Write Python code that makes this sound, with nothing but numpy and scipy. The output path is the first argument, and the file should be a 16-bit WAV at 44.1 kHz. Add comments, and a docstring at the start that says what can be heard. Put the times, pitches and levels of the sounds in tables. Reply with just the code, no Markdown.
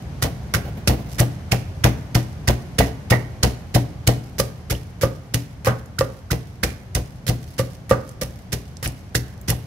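"""Crunchy thumps, about three a second, sound over the low rumble of a half-open kitchen.
A wooden pestle is pounding garlic, chillies and salt in a clay mortar on a wooden table.
Each blow crunches through the food, thumps the table and rocks the mortar on its foot;
some reach the clay and knock. Bits of food snap and skitter, wet pulp pops, and a nearby dish chinks."""
import sys
import numpy as np
from scipy import signal
from scipy.io import wavfile

SR = 44100
rng = np.random.default_rng(int(sys.argv[2]) if len(sys.argv) > 2 else 0)


def transcribe(signal):
    """Save signal, clipped to [-1, 1], as a 16-bit WAV file at the path in sys.argv[1]."""
    frames = np.atleast_2d(signal).T
    limited = np.clip(frames, -1, 1)
    pcm = np.round(limited * 32767).astype(np.int16)
    wavfile.write(sys.argv[1], SR, pcm)


N = 426006
TIME = np.arange(N) / SR

# pestle strokes: first touch t/s, time to sink through the food/s, crunch/dB, hollowness/dB,
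# weight/dB, softness/dB (the table's sway compared with its boom)
STROKES = [(0.219, .022, -28.5, 1.5, -21, 4), (0.537, 0.016, -21, 5.5, -18, -10),
           (0.871, 0.016, -21, -14, -12, 14), (1.182, 0.017, -19, 4, -12, -18),
           (1.513, 0.0074, -13, -1.5, -14.5, -12), (1.837, 0.0054, -12.5, 7, -10, -2),
           (2.146, 0.0055, -11.5, 0, -13, -17), (2.474, 0.0048, -12.5, 2, -11, 6.5),
           (2.783, 0.0067, -8.5, -7, -10.5, 3.5), (3.100, 0.0078, -12.5, 0, -11, -19),
           (3.429, 0.0046, -10.5, -1.5, -12, 8), (3.741, 0.01, -13, -20, -12, -13),
           (4.068, .007, -11.5, -5, -11.5, -8), (4.383, 0.017, -16.5, -29, -20.5, -9),
           (4.698, .011, -17.5, -14, -18.5, 8), (5.011, 0.024, -23.5, 2.5, -17.5, -7),
           (5.338, 0.0046, -15, -13, -19.5, -16), (5.647, 0.029, -28, 6, -17.5, -9),
           (5.987, .026, -41, 6, -25.5, 2), (6.305, 0.0086, -19, 1.5, -16.5, -1),
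           (6.629, 0.00695, -11.5, 2, -18.5, 6), (6.947, 0.0046, -17.5, -16, -15.5, 10),
           (7.266, 0.022, -20, -23, -16.5, -5), (7.580, 0.013, -19.5, -3, -21, -15),
           (7.894, 0.019, -30, 1, -20.5, -6), (8.212, .008, -22.5, -21, -24, -4),
           (8.52, 0.011, -19.5, -18, -22.5, 2), (8.827, .031, -32, 1.5, -21.5, 2),
           (9.146, 0.022, -27.5, -25, -26.5, 3), (9.477, .026, -19.5, -10, -18.5, 0)]
# whole cloves that split before the pestle reaches the bottom: t/s, level/dB
CLOVES = [(0.224, -13), (0.538, -16), (0.874, -9.5), (3.428, -22), (5.987, -19), (8.841, -30),
          (9.150, -12.5), (9.481, -14.5)]


def from_db(db):
    return 10 ** (np.asarray(db) / 20)


def rms_one(x):
    return x / np.sqrt(np.mean(x ** 2) + 1e-20)


def at_hz(points, hz):
    """Read a value off a curve given as rows of f/Hz, value."""
    freqs, values = np.transpose(points)
    return np.interp(np.log(hz), np.log(freqs), values)


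def filtered(x, hz, kind, order=2):
    sos = signal.butter(order, np.minimum(hz, .45 * SR), kind, fs=SR, output="sos")
    return signal.sosfilt(sos, x + 1e-18)


def add(track, s, sound):
    """Mix a sound into a track, starting at s seconds."""
    start = round(s * SR)
    track[..., start:start + sound.shape[-1]] += sound[..., :N - start]


def convolve(x, response):
    return signal.fftconvolve(np.atleast_2d(x), np.atleast_2d(response), axes=-1)[:, :N]


def pan(db):
    """Left and right gains, with the left louder by db."""
    return from_db(np.array([[db], [-db]]) / 2)


def burst(fade, rise=0.00057):
    """A quick rise and a smooth fade, both in seconds."""
    t = TIME[:SR // 4]
    return (1 - np.exp(-t / rise)) * np.exp(-t / max(fade, .0005))


def ringing(modes, phase_spread=0):
    """A struck object rings with fading tones (modes); t60 is the time each takes to drop 60 dB."""
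    t = TIME[:SR // 2]
    return sum(from_db(db - 60 * t / t60) * np.sin(2 * np.pi * hz * t + phase_spread * rng.normal())
               for hz, db, t60 in modes)


def noise_bands(count=19):
    """Stereo noise in half-octave bands; the two ears hear much the same bass but unrelated treble."""
    # how alike left and right are: f/Hz, likeness (1 = the same)
    likeness = [(60, 0.93), (130, 0.96), (290, 0.91), (640, 0.52), (1400, 0.036), (3000, 0.019),
                (16000, 0.036)]
    white = rng.standard_normal((2, 2, N))
    for k in range(count):
        hz = 30 * 2 ** (k / 2)
        mid, side = filtered(white[k % 2], hz * 2 ** np.array([-.25, .25]), "band")
        alike = at_hz(likeness, hz)
        yield hz, np.sqrt(1 + alike) * mid + np.sqrt(1 - alike) * side * [[1], [-1]]


def coloured(noise, spectrum, lean=1):
    """Mix noise bands to follow a spectrum, leaning toward the mortar's side unless lean is 0."""
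    # stereo balance: f/Hz, left minus right/dB
    balance = [(100, -3.5), (400, 2), (700, 1), (1300, -4.5), (2400, -8.5), (4400, -4), (8000, -6),
               (15000, -0.5)]
    return rms_one(sum(band * from_db(at_hz(spectrum, hz)) * pan(lean * at_hz(balance, hz))
                       for hz, band in noise))


def resonant_noise(hz, width_hz):
    """Stereo noise that rings around one pitch."""
    edges = hz * np.exp(np.array([-.5, .5]) * width_hz / hz)
    return rms_one(filtered(rng.standard_normal((2, N)), edges, "band"))


def graininess(spread_db, step=30):
    """A jittery level: tiny fractures come one every step samples, each with its own strength."""
    sizes = from_db(spread_db * np.clip(rng.standard_normal(N // step + 2), -2, 2))
    return rms_one(np.interp(np.arange(N) / step, np.arange(len(sizes)), sizes))


def rumble(noise):
    """A low rumble fills the kitchen and slowly drifts in loudness."""
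    # tone of the rumble: f/Hz, level/dB
    spectrum = [(15, -41), (25, -23.5), (72, 3), (134, 0), (285, -17), (463, -21.5), (531, -15.5),
                (988, -26.5), (2220, -31.5), (3520, -37.5), (6050, -38), (8590, -50.5), (11900, -44),
                (14800, -65), (16000, -72)]
    # its loudness over time: t/s, level/dB
    loudness = [(0, -31.5), (3.0, -33), (5.8, -37.5), (9.66, -36.5)]
    return from_db(np.interp(TIME, *np.transpose(loudness))) * coloured(noise, spectrum, lean=0)


def kitchen_echo(dry, noise, near_db=-9, near_t60=0.028, far_db=-15):
    """Quick echoes come off the bowl and table, then a faint tail off the room; deep bass escapes."""
    # tone of the echoes: f/Hz, level/dB
    spectrum = [(60, -20.5), (200, 10), (500, -1), (1500, -6.5), (5000, -4), (16000, -2.5)]
    # how long the tail lasts: f/Hz, t60/s
    tail_t60 = [(100, 0.39), (500, 0.43), (1500, 0.66), (5000, 0.29), (14000, 0.29)]
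    t = TIME[:SR // 2]
    near, far = 0, 0
    for hz, band in noise:
        piece = band[:, :len(t)] * from_db(at_hz(spectrum, hz)) * (hz > 100)
        near = near + piece * from_db(-60 * t / near_t60)
        far = far + piece[:, ::-1] * from_db(-60 * t / at_hz(tail_t60, hz))
    near = from_db(near_db) * rms_one(near * (1 - np.exp(-t / 0.002)))
    far = from_db(far_db) * rms_one(far * (1 - np.exp(-t / 0.0071)))
    return convolve(dry, (near + far) / np.sqrt(len(t)))


def chinks():
    """Dishes on the same table buzz against each other or ring faintly when a blow jolts them."""
    # jolts of the dish beside the mortar: t/s, level/dB
    jolts = [(2.802, -25), (3.121, -18)]
    # thin rings from crockery and a spoon: t/s, level/dB, f/Hz, t60/s
    pings = [(1.530, -41, 2370, 0.33), (1.860, -43, 6120, 0.32), (6.636, -35, 2370, 0.28)]
    # pitches at which the dish buzzes: f/Hz, width/Hz, level/dB
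    dish = [(923, 110, 1), (1250, 270, -3), (1854, 91, 3.5), (2000, 120, 2), (2240, 180, -1.5),
            (2730, 200, -12)]
    force, rings = np.zeros((2, N))
    for s, db in jolts:
        add(force, s, from_db(db) * burst(fade=0.023, rise=0.00072))
    for s, db, hz, t60 in pings:
        add(rings, s, ringing([(hz, db, t60)]))
    buzz = rms_one(sum(from_db(db) * resonant_noise(hz, width) for hz, width, db in dish))
    return (force * buzz + rings) * pan(db=-11)


def rustle(hiss, rub_db=-54.5, lift_after_s=0.12, lift_width_s=.11):
    """Pulp and salt rub softly as the pestle lifts after each stroke."""
    # pulp sticking to the pestle and peeling off: middle t/s, level/dB, width/s
    peels = [(1.14, -44.5, 0.043), (4.31, -61, .06), (7.48, -51.5, 0.09), (7.725, -53, .04),
             (8.10, -49, 0.023)]
    lift = np.exp(-((TIME[:SR // 2] - lift_after_s) / lift_width_s) ** 2)
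    rubbing = np.zeros(N)
    for s, *_ in STROKES:
        add(rubbing, s, from_db(rub_db) * lift)
    peeling = sum(from_db(db) * np.exp(-((TIME - s) / width) ** 2) for s, db, width in peels)
    return (rubbing + peeling) * graininess(spread_db=6, step=100) * hiss


def skitter(hiss, crumb_db=-49, spread_db=5, count=70):
    """Thrown crumbs patter back into the bowl at random moments."""
    landings = np.zeros(N)
    for s, size in zip(rng.uniform(0, TIME[-1], count), rng.standard_normal(count)):
        add(landings, s, from_db(crumb_db + spread_db * size) * burst(fade=0.002))
    return landings * hiss


def pops(width_s=0.00203, octaves_per_width=.15):
    """Pockets of air squeezed out of the wet pulp give short rising blips."""
    # escaping air: middle t/s, level/dB, f/Hz
    pockets = [(0.545, -14.5, 1458), (1.84, -23, 1562), (4.704, -27.5, 1385), (4.752, -30.5, 3010),
               (5.987, -19, 1480), (6.306, -24, 1436), (6.634, -16.5, 1695), (9.1516, -14, 1657)]
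    out = np.zeros(N)
    t = TIME[:SR // 25] - TIME[SR // 50]
    age = np.clip(t / width_s, -4, 4)   # widths from the middle of the pop
    for s, db, hz in pockets:
        phase = 2 * np.pi * np.cumsum(hz * 2 ** (octaves_per_width * age)) / SR
        add(out, s + t[0], from_db(db) * np.exp(-age ** 2) * np.sin(phase))
    return out * pan(db=-4)


def snaps(boost_db=6):
    """Single salt grains and skins crack, each with a tick of noise one octave wide."""
    # brittle bits cracking or landing: t/s, level before the boost/dB, f/Hz
    bits = [(1.202, -7, 8060), (1.5204, -5, 2940), (2.486, -8, 4560), (3.432, -3.5, 5000),
            (4.077, -9, 6000), (5.859, -40, 9000), (5.99, -13, 5500), (6.009, -16, 4270),
            (6.95, -10.5, 7200), (7.911, -17, 5500), (8.092, -31, 7040), (8.769, -30, 5900),
            (8.859, -16, 2200), (8.876, -16, 7850), (9.1567, -9.5, 5900), (9.414, -33, 11000),
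            (9.503, -12.5, 9500)]
    out = np.zeros((2, N))
    for s, db, hz in bits:
        octave = hz * 2 ** np.array([-.5, .5])
        crack = rms_one(filtered(rng.standard_normal((2, SR // 4)), octave, "band"))
        add(out, s, from_db(db + boost_db) * burst(fade=0.00092) * crack)
    return out * pan(db=-5)


def rocking(noise, first_s=0.00912, period_s=.0075, loss_db=3.5, count=8):
    """The mortar's foot chatters on the boards, once for each swing of the table."""
    # the mortar wobbling under the steadying hand: t/s, relative level/dB
    shifts = [(0.241, -22), (.648, -35), (.675, -38), (.768, -34.5), (0.926, -32), (.985, -34.5),
              (1.060, -40), (2.870, -33)]
    # tone of the chatter: f/Hz, level/dB
    spectrum = [(100, -5.5), (200, 1), (320, 2.5), (480, -1.5), (700, -0.5), (1000, -15), (2000, -21),
                (3500, -22.5), (8000, -37), (16000, -25)]
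    heavy_db, growth = -12, 1.69   # weight of a heavy stroke; dB of rocking per dB of weight
    force = np.zeros(N)
    for s, sink, _, _, weight_db, _ in STROKES:
        rocking_db = -16.5 + growth * (weight_db - heavy_db)
        for k, (late, size) in enumerate(rng.standard_normal((count, 2))):
            tap_s = s + sink + first_s + k * period_s + 0.00074 * late
            tap_db = rocking_db - loss_db * k + 1.4 * size
            add(force, tap_s, from_db(tap_db) * burst(fade=0.0038))
    for s, db in shifts:
        add(force, s, from_db(db) * burst(fade=0.015, rise=0.0081))
    return filtered(from_db(8) * force * coloured(noise, spectrum), hz=90, kind="high")


def knocks(noise, clatter_db_per_octave=14.5):
    """The pestle hits the clay and rings it; a harder hit is brighter and bounces with more clatter."""
    # wood meeting clay: t/s, level/dB, hardness/Hz (the ring is muffled above it)
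    hits = [(3.123, -21, 2600), (4.3985, -11, 830), (5.034, -9, 1270), (5.6706, -11, 2860),
            (6.0098, -9, 1480), (7.595, -12.5, 800), (7.911, -4.5, 1830), (8.2206, -20, 890)]
    # tones of the clay bowl: f/Hz, level/dB, t60/s
    bowl = [(404, -25, 0.02), (540.6, -2, 0.11), (527.6, -8, 0.12), (583, -10.5, 0.098), (620, -43, 0.061),
            (910, -7, 0.023), (1174, -6, 0.066), (1227, -21.5, 0.23), (1325, -22, 0.071), (1540, -30, 0.02),
            (1835, -11.5, 0.036), (2190, -35, 0.044), (2670, -21, 0.093)]
    # tone of the bouncing pestle: f/Hz, level/dB
    clatter = [(150, 13), (300, -2.5), (550, 9), (900, 4.5), (1300, 8), (1900, -5), (2800, -23),
               (5000, -18), (16000, -44)]
    rings, bounces = np.zeros((2, N))
    for s, db, hardness_hz in hits:
        ring = filtered(ringing(bowl, phase_spread=0.34), hardness_hz, "low", order=1)
        add(rings, s, -from_db(db) * ring)
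        clatter_db = db - 15 + clatter_db_per_octave * np.log2(hardness_hz / 1500)
        add(bounces, s, from_db(clatter_db) * burst(fade=0.025))
    return filtered(rings * pan(db=-2) + bounces * coloured(noise, clatter), hz=70, kind="high")


def thumps(contact_s=0.004, nudge_db=-32, nudge_after_s=0.0034, clove_nudge_db=-7):
    """Food cushions each stroke into a push that booms the table top; a softer one sways the legs."""
    # tones of the table top: f/Hz, level/dB, t60/s
    table_top = [(120.7, 8, 0.21), (150.2, 1.5, 0.088), (277.4, -7, 0.15), (333.2, -7, 0.28)]
    # tones of its legs: f/Hz, level/dB, t60/s
    table_legs = [(62.2, 0.75, 0.29), (84, 2.2, 0.14)]
    out = np.zeros(N)
    boom, sway = ringing(table_top), ringing(table_legs)
    for s, sink, _, _, weight_db, soft_db in STROKES:
        soft = from_db(soft_db)
        add(out, s + sink, from_db(weight_db) * (boom + soft * sway) / np.hypot(1, soft))
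        add(out, s + nudge_after_s, from_db(nudge_db) * boom)
    # a clove that holds out for a while passes a first nudge on to the table
    for s, db in CLOVES:
        add(out, s + nudge_after_s, from_db(db + clove_nudge_db) * boom)
    push = np.sin(np.pi * np.minimum(TIME[:SR // 20] / contact_s, 1)) ** 2
    cushioned = convolve(out, push / push.sum())
    # the boards' slowest motion makes almost no sound
    return filtered(cushioned, hz=47, kind="high", order=3) * pan(db=1.5)


def crunch(crush, fizz_hz=8000, settle_db=-17, settle_s=0.042):
    """Food breaks ever louder as the pestle sinks, then settles; the gap under its tip sounds hollow."""
    touch_db, usual_db = -31.5, -18   # crunch at first touch, and at the bottom of an ordinary stroke
    usual_fade_s, halving_db = .0085, 12.5   # a louder crunch is over sooner
    fizz_db, fizz_follows = -18, 0.69   # ordinary salt fizz; dB it gains per dB of extra crunch
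    force, hollow, fizz = np.zeros((3, N))
    t = TIME[:SR // 4]
    for s, sink, crunch_db, hollow_db, _, _ in STROKES:
        since_bottom = np.maximum(t - sink, 0)
        extra_db = crunch_db - usual_db
        fade_s = usual_fade_s * 2 ** (-extra_db / halving_db)
        swell = from_db(np.interp(t, [0, sink], [touch_db, crunch_db])) * (1 - np.exp(-t / 0.0002))
        settling = from_db(settle_db) * np.exp(-since_bottom / settle_s)
        shape = swell * np.hypot(np.exp(-since_bottom / fade_s), settling)
        add(force, s, shape)
        add(hollow, s, shape * from_db(hollow_db))
        add(fizz, s, shape * from_db(fizz_db + fizz_follows * extra_db - crunch_db))
    for s, db in CLOVES:
        split = from_db(db) * burst(fade=0.0056, rise=0.00034)
        add(force, s, split)
        add(hollow, s, split * from_db(-2.5))
        add(fizz, s, split * from_db(-5))
    gap = from_db(-7) * resonant_noise(hz=1620, width_hz=1210) * pan(db=-4.5)
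    # salt fizzes above fizz_hz; the minus sign lets the low and high parts join without a dip
    body = filtered(filtered(crush, fizz_hz, "low", order=1), fizz_hz, "low", order=1)
    top = -filtered(filtered(crush, fizz_hz, "high", order=1), fizz_hz, "high", order=1)
    # fractures come in clumps, as whole cells and skins give way
    fractures = graininess(spread_db=3.5) * graininess(spread_db=3, step=100)
    return fractures * (force * body + fizz * top + hollow * gap)


def scene():
    """Food, table, mortar and dishes sound together, with the kitchen's echo and rumble."""
    # tone of food being crushed: f/Hz, level/dB
    food_spectrum = [(200, 5.5), (500, 7.5), (900, -19), (1600, 3), (2800, -1.5), (4000, -0.5), (5400, 2),
                     (7000, -6), (9000, -3.5), (12000, -1), (16000, -9.5)]
    noise, other_noise = list(noise_bands()), list(noise_bands())
    crush = coloured(noise, food_spectrum)
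    hiss = filtered(crush, hz=2000, kind="high")
    food = crunch(crush) + snaps() + skitter(hiss) + rustle(hiss) + pops()
    dry = food + thumps() + rocking(noise) + knocks(other_noise) + chinks()
    return dry + kitchen_echo(dry, noise) + rumble(other_noise)


def record(dry, ceiling=1.2, cutoff_hz=15700):
    """The microphone drops the deepest bass, rounds the loudest peaks and loses the highest treble."""
    rounded = ceiling * np.tanh(filtered(dry, hz=35, kind="high") / ceiling)
    return signal.sosfilt(signal.ellip(10, .2, 80, cutoff_hz, fs=SR, output="sos"), rounded)


dry = scene()
out = record(dry)
transcribe(out)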